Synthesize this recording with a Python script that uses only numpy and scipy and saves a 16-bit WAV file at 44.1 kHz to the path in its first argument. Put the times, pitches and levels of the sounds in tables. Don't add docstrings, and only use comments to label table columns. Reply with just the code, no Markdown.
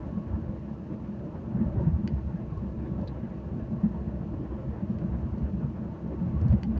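import sys
import numpy as np
from scipy import signal
from scipy.fft import rfft, irfft
from scipy.io import wavfile
from scipy.ndimage import uniform_filter1d

SR = 44100
rng = np.random.default_rng(int(sys.argv[2]) if len(sys.argv) > 2 else 0)


def dump_mix(stems):
    frames = np.atleast_2d(stems).T
    limited = np.clip(frames, -1, 1)
    pcm = np.round(limited * 32767).astype(np.int16)
    wavfile.write(sys.argv[1], SR, pcm)


N = 299439
TIME_S = np.arange(N) / SR
BIN_HZ = np.arange(N // 2 + 1) * SR / N


def from_db(db):
    return 10 ** (np.asarray(db) / 20)


def rms_one(x):
    return x / np.sqrt(np.mean(x ** 2) + 1e-20)


def in_time(rows):
    knot_s, *columns = np.transpose(rows)
    return [np.interp(TIME_S, knot_s, column) for column in columns]


def drift(rate_hz):
    steps = 4096
    hz = np.arange(steps // 2 + 1) * SR / N
    spectrum = rfft(rng.standard_normal(steps)) / (1 + (hz / rate_hz) ** 2)
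    slow = rms_one(irfft(spectrum))
    return np.interp(np.arange(N) * steps / N, np.arange(steps), slow)


def coloured_noise(colour):
    hz = np.maximum(BIN_HZ, 1)
    point_hz, level_db = np.transpose(colour)
    gain = from_db(np.interp(np.log(hz), np.log(point_hz), level_db))
    gain = gain / (1 + (point_hz[0] / 2 / hz) ** 2)
    return rms_one(irfft(rfft(rng.standard_normal(N)) * gain, N))


def shaken(modes):
    power = np.zeros(len(BIN_HZ))
    for centre_hz, width_hz, level_db in modes:
        detune = 2 * (BIN_HZ - centre_hz) / width_hz
        power += from_db(level_db) ** 2 / (1 + detune ** 2) ** 2
    return rms_one(irfft(rfft(rng.standard_normal(N)) * np.sqrt(power), N))


def steadied(x, seconds):
    window = max(int(seconds * SR), 2)
    return x / np.sqrt(uniform_filter1d(x ** 2, window) + 1e-9)


def clicks(rows):
    out = np.zeros(N)
    for start_s, level_db in rows:
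        out[min(int(start_s * SR), N - 1)] += from_db(level_db)
    return out


def ring(force, modes):
    out = np.zeros(N)
    for k, (pitch_hz, level_db, t60_s) in enumerate(modes):
        r = np.exp(-np.log(1000) / (t60_s * SR))
        w = 2 * np.pi * pitch_hz / SR
        mode = signal.lfilter([0, np.sin(w)], [1, -2 * r * np.cos(w), r * r], force + 1e-18)
        out += (-1) ** k * from_db(level_db) * mode
    return out


def cabin(x, wet_db, peak_s):
    t = np.arange(SR // 8) / SR
    tail = rng.standard_normal(len(t)) * t * np.exp(-t / peak_s)
    tail = tail / np.linalg.norm(tail)
    tail = signal.sosfilt(signal.butter(1, 2500, fs=SR, output="sos"), tail)
    return x + from_db(wet_db) * signal.fftconvolve(x, tail)[:N]


# (per Hz, relative)
AIR_COLOUR = [(1200, -3), (2000, 3.5), (2750, 6.5), (3200, -0.5), (3650, -4), (3900, -2), (4500, -3),
              (4720, -6), (4950, -5.5), (5250, -6), (6300, -7), (7200, -12.5), (8200, -20.5), (15000, -30)]
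AIR_DB = -71.5


def airflow(flutter_db):
    return from_db(AIR_DB + flutter_db * drift(23)) * coloured_noise(AIR_COLOUR)


ENGINE_HZ, ENGINE_DB = 69.9, -47


def engine(wander, unsteady_db):
    pitch_hz = ENGINE_HZ * (1 + wander * drift(1.8))
    phase = 2 * np.pi * np.cumsum(pitch_hz) / SR
    return from_db(ENGINE_DB + unsteady_db * drift(8.1)) * np.sin(phase)


CRACK_OCTAVES = 1.5


def crack(force, pitch_hz):
    edges_hz = pitch_hz * 2 ** (CRACK_OCTAVES * np.array([-.5, .5]))
    band = signal.butter(2, edges_hz, "band", fs=SR, output="sos")
    return signal.sosfilt(band, force + 1e-18)


CHATTER_AT_S, CHATTER_HALF_S = 6.51, .045
CHATTER_PEAK_PER_S, CHATTER_DB = 400, -42


def chatter(pitch_hz):
    rate_per_s = CHATTER_PEAK_PER_S * np.exp(-((TIME_S - CHATTER_AT_S) / CHATTER_HALF_S) ** 2)
    contacts = (rng.random(N) < rate_per_s / SR) * rng.standard_normal(N)
    return from_db(CHATTER_DB) * crack(contacts, pitch_hz)


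# start_s, ring_db, crack_db, crack_hz
TICKS = [(2.0760, -35.5, -12.5, 2250), (2.575, -54, -37, 3500), (3.014, -57, -36, 3000),
         (4.9862, -61, -25, 2200), (5.381, -59, -35, 3000), (6.414, -51, -37, 4600),
         (6.483, -50.5, -32, 3600), (6.5262, -55, -25.5, 1900), (6.633, -38, -12.5, 2250),
         (6.776, -48, -24, 2050)]
# pitch_hz, level_db, t60_s
TRIM_MODES = [(1300, -27, .04), (1650, -17.5, .045), (2280, -24, .016), (2740, -23, .02), (3000, -25, .012),
              (4060, -29, .025), (4450, -8, .012), (4950, -10, .011), (5950, -23, .004), (7000, -23, .003)]
# start_s, level_db (re strongest)
SLIPS = [(3.0730, -10), (3.0749, 0), (3.0793, -.5), (3.0821, -6), (3.0886, -13)]
# pitch_hz, level_db, t60_s
JOINT_MODES = [(1750, -19, .02), (2600, -19, .015), (3230, -14, .018), (3560, -14, .02), (3900, -7, .022),
               (4160, -6, .024), (4570, -10, .02), (4880, -14, .02), (5700, -15.5, .005), (6300, -22, .005),
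               (7450, -33, .012)]
CREAK_DB = -44
TRIM_GAP_HZ, TRIM_GAP_Q = 3650, 3.5
TRIM_DULL_HZ = 7000
GLASS_ECHO_S, GLASS_ECHO_DB = .00202, -7


def trim():
    snaps = np.zeros(N)
    for start_s, ring_db, crack_db, crack_hz in TICKS:
        snap = clicks([(start_s, 0)])
        snaps += from_db(ring_db) * ring(snap, TRIM_MODES)
        snaps += from_db(crack_db) * crack(snap, crack_hz)
    snaps = signal.lfilter(*signal.iirnotch(TRIM_GAP_HZ, TRIM_GAP_Q, fs=SR), snaps)
    dull = signal.butter(2, TRIM_DULL_HZ, fs=SR, output="sos")
    snaps = signal.sosfilt(dull, snaps + chatter(pitch_hz=2670))
    creak = from_db(CREAK_DB) * ring(clicks(SLIPS), JOINT_MODES)
    direct = snaps + creak
    echo = from_db(GLASS_ECHO_DB) * np.pad(direct, (int(GLASS_ECHO_S * SR), 0))[:N]
    return cabin(direct + echo, wet_db=-5.5, peak_s=.007)


# crest_s, thump_db, pitch_hz, slap_db
BUMPS = [(0.178, -27, 205, -47.5), (0.313, -30.5, 76, -61), (0.354, -28, 70, -63), (1.095, -26.5, 203, -53),
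         (1.549, -23, 170, -56), (1.617, -17, 206.6, -59), (1.671, -24, 67.5, -64), (1.707, -28.5, 85, -62),
         (1.79, -22, 76, -59), (1.809, -25.5, 153, -53), (1.876, -15, 158, -49), (1.942, -19.5, 78, -63),
         (2.055, -24.5, 192, -61), (2.095, -32, 74, -57), (2.131, -25.5, 147, -67), (2.174, -29.5, 75, -65),
         (2.264, -28.5, 66, -62), (2.347, -24, 175, -61), (2.527, -25.5, 149, -57), (2.583, -29, 66, -63),
         (2.661, -23.5, 196, -52), (2.988, -25, 205, -49), (3.842, -15, 189, -48),
         (3.861, -16.5, 204.4, -52), (3.972, -31, 75.6, -59), (4.157, -28, 179, -57),
         (4.366, -33, 76.6, -65), (4.691, -29, 70, -62), (4.831, -23, 191, -59), (4.905, -23, 185, -52),
         (5.028, -21.5, 173, -54), (5.046, -22.5, 186, -56), (5.13, -27.5, 70, -65.5),
         (5.237, -26, 78.4, -62), (5.446, -22.5, 72, -65), (5.543, -22, 193, -59), (5.648, -24, 139, -53),
         (6.273, -22.5, 185, -51.5), (6.352, -23.5, 149, -56), (6.374, -20.5, 69.5, -57.5),
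         (6.427, -18.5, 86.6, -54), (6.458, -20.5, 136, -53), (6.513, -14.5, 81, -46),
         (6.533, -15, 119, -50), (6.543, -18, 205.5, -54), (6.557, -20.5, 74, -59),
         (6.769, -22.5, 73, -49.5)]
# (per Hz, relative)
SLAP_COLOUR = [(300, -18.5), (520, -5), (750, -10), (1000, -18.5), (1500, -24), (4000, -47.5), (8000, -69)]


def bumps(contact_s, rise_cycles):
    out, slap = np.zeros(N), coloured_noise(SLAP_COLOUR)
    for crest_s, thump_db, pitch_hz, slap_db in BUMPS:
        rise_s = contact_s + rise_cycles / pitch_hz
        start = max(int((crest_s - rise_s) * SR), 0)
        age_s = TIME_S[:min(SR // 4, N - start)]
        span = slice(start, start + len(age_s))
        swell = (age_s / rise_s * np.exp(1 - age_s / rise_s)) ** 4
        thump = from_db(thump_db) * np.sin(2 * np.pi * pitch_hz * age_s)
        out[span] += swell * (thump + from_db(slap_db) * slap[span])
    return out


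# crest_s, half_length_s, level_db, pitch_hz
STRIPS = [(0.181, 0.14, -57.5, 1100), (0.307, 0.041, -50, 560), (0.397, 0.083, -45, 305),
          (0.51, .08, -50, 528), (0.924, 0.075, -40.5, 322), (1.24, .08, -47.5, 582),
          (1.261, 0.065, -40.5, 295), (1.627, 0.061, -41.5, 310), (1.64, 0.057, -52.5, 874),
          (1.76, 0.095, -56, 784), (1.697, 0.093, -44.5, 592), (1.767, 0.087, -47, 400),
          (1.807, .06, -43, 561), (1.812, 0.048, -38, 335), (1.835, 0.094, -50, 924),
          (2.091, .05, -42, 327), (2.556, 0.072, -54.5, 1087), (2.845, 0.063, -41, 324),
          (2.911, 0.047, -43.5, 330), (3.006, 0.11, -50.5, 575), (3.062, 0.15, -57, 888),
          (3.519, 0.062, -43.5, 345), (3.774, 0.13, -49.5, 590), (3.963, .07, -55.5, 930),
          (4.145, .06, -48.5, 577), (4.331, 0.05, -39, 311), (4.416, 0.044, -37, 300),
          (4.522, 0.046, -40.5, 323), (4.609, 0.094, -48, 549), (5.02, 0.098, -51, 585),
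          (5.028, 0.048, -39, 332), (5.929, .06, -54.5, 890), (6.121, .07, -47.5, 564),
          (6.132, 0.04, -38, 321), (6.2, 0.063, -55.5, 903), (6.23, .07, -29, 178),
          (6.381, .15, -57.5, 1108), (6.531, .033, -45, 610), (6.661, 0.048, -54.5, 805),
          (6.732, 0.14, -28.5, 211.5)]
STRIP_WIDTH_HZ = 52


def strips():
    out = np.zeros(N)
    for crest_s, half_length_s, level_db, pitch_hz in STRIPS:
        near = np.abs(TIME_S - crest_s) < half_length_s
        t = TIME_S[near] - crest_s
        edges_hz = [pitch_hz - STRIP_WIDTH_HZ / 2, pitch_hz + STRIP_WIDTH_HZ / 2]
        band = signal.butter(2, edges_hz, "band", fs=SR, output="sos")
        hum = signal.sosfilt(band, rng.standard_normal(SR))[-len(t):]
        swell = np.cos(np.pi / 2 * t / half_length_s) ** 2
        swell_rms = np.sqrt(np.mean(swell ** 2))
        out[near] += from_db(level_db) * rms_one(hum * swell) * swell_rms
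    return out


LUMPS_PER_S = 11


def lumps(depth_db):
    return steadied(from_db(depth_db * drift(LUMPS_PER_S)), seconds=0.36)


MOTTLE_PER_S, MOTTLE_DB = 5, 2.2


def mottled(x):
    centres_hz = np.geomspace(300, 3600, 24)
    spectrum = rfft(x)
    out = np.zeros(N)
    for share in np.eye(len(centres_hz)):
        band = irfft(spectrum * np.interp(BIN_HZ, centres_hz, share), N)
        out += band * from_db(MOTTLE_DB * drift(MOTTLE_PER_S))
    return rms_one(out)


# knot_s, boom_db, drone_db, coarse_db (asphalt coarseness)
ROAD = [(0.0, -34, -42.5, 2), (0.15, -44.5, -35.5, -1.5), (0.37, -32, -36, 0.5), (0.72, -51, -38.5, -2),
        (1.0, -44.5, -37.5, -1), (1.4, -42.5, -38.5, -1), (1.62, -36.5, -29, 2.5), (1.83, -32, -33, 1.5),
        (2.0, -34, -32, 0), (2.24, -33.5, -36.5, -2), (2.4, -43.5, -39, -1), (2.6, -36.5, -37.5, -1.1),
        (3.02, -36.5, -35, 1.5), (3.33, -42.5, -39.5, -0.9), (3.52, -39.5, -35.5, -.5),
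        (3.95, -37, -34.5, -0.5), (4.3, -36.5, -36.5, 0), (4.72, -40, -38, 0.5), (5.15, -35.5, -33.5, 1),
        (5.55, -37, -33.5, 0), (5.92, -44, -37.5, -0.5), (6.2, -37.5, -35.5, 0.9), (6.5, -30, -31, 3),
        (6.62, -33.5, -33.5, -1.5), (6.79, -37, -41, 1.5)]
# centre_hz, width_hz, level_db
BOOM_MODES = [(41.5, 14, -15.5), (64.3, 10, -3.5), (70.5, 14, -5), (91, 16, -5), (116, 50, -12)]
# centre_hz, width_hz, level_db
DRONE_MODES = [(129, 27, -1.5), (147.9, 15, -7), (168.1, 22, -2), (193.7, 29, -2), (214.3, 19, -2.5),
               (225, 12, -1.25), (249.5, 34, -11.5)]
# centre_hz, width_hz, level_db
PANEL_MODES = [(287, 29, -2.5), (318.8, 28, 0.5), (333.6, 30, -0.5), (356.6, 57, -5), (422, 70, -11),
               (462, 38, -14.5), (545, 65, -11.5), (605, 87, -11)]
# centre_hz, width_hz, level_db
TREAD_MODES = [(760, 54, -3), (810, 22, 0.5), (892.5, 66, 1), (994, 27, -1), (1088, 31, 0),
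               (1144, 59, -4.5), (1319, 48, -6.5), (1453, 39, -8)]
# (per Hz, relative)
RUSH_COLOUR = [(200, -15), (280, 0), (500, 1.5), (660, 0.5), (740, -6.5), (1000, -7), (1150, -11),
               (1400, -15.5), (1750, -14), (2100, -23), (2700, -28.5), (3500, -37), (6000, -57)]
PANEL_DB, PANEL_FOLLOWS = -45.5, 1
TREAD_DB, TREAD_FOLLOWS = -58.5, 0.71
RUSH_DB, RUSH_FOLLOWS = -51, 0.93


def rolling():
    boom_db, drone_db, coarse_db = in_time(ROAD)
    panel_db = PANEL_DB + PANEL_FOLLOWS * coarse_db
    tread_db = TREAD_DB + TREAD_FOLLOWS * coarse_db
    rush_db = RUSH_DB + RUSH_FOLLOWS * coarse_db
    boom = from_db(boom_db) * steadied(shaken(BOOM_MODES), seconds=0.13)
    drone = from_db(drone_db) * steadied(shaken(DRONE_MODES), seconds=0.22)
    panels = from_db(panel_db) * steadied(shaken(PANEL_MODES), seconds=0.11)
    tread = from_db(tread_db) * steadied(shaken(TREAD_MODES), seconds=0.59)
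    rush = from_db(rush_db) * mottled(coloured_noise(RUSH_COLOUR))
    rumble = boom * lumps(depth_db=2) + drone * lumps(depth_db=3)
    roar = panels * lumps(depth_db=1.2) + tread * lumps(depth_db=3.0)
    return rumble + roar + rush * lumps(depth_db=1.9)


def scene():
    background = airflow(flutter_db=0.77) + engine(wander=0.013, unsteady_db=2.5)
    road = bumps(contact_s=.005, rise_cycles=1.81) + strips() + rolling()
    return (background + trim() + road)[None]


CUTOFF_HZ = 15700


def record(dry):
    x = signal.sosfilt(signal.butter(2, 32, "high", fs=SR, output="sos"), dry)
    dull = signal.sosfilt(signal.butter(12, 7700, fs=SR, output="sos"), x)
    x = dull + from_db(-92.0) * rng.standard_normal(x.shape)
    x = x * np.clip(np.minimum(TIME_S, TIME_S[::-1]) / .004, 0, 1)
    return signal.sosfilt(signal.cheby2(12, 70, CUTOFF_HZ, fs=SR, output="sos"), x)


dry = scene()
out = record(dry)
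dump_mix(out)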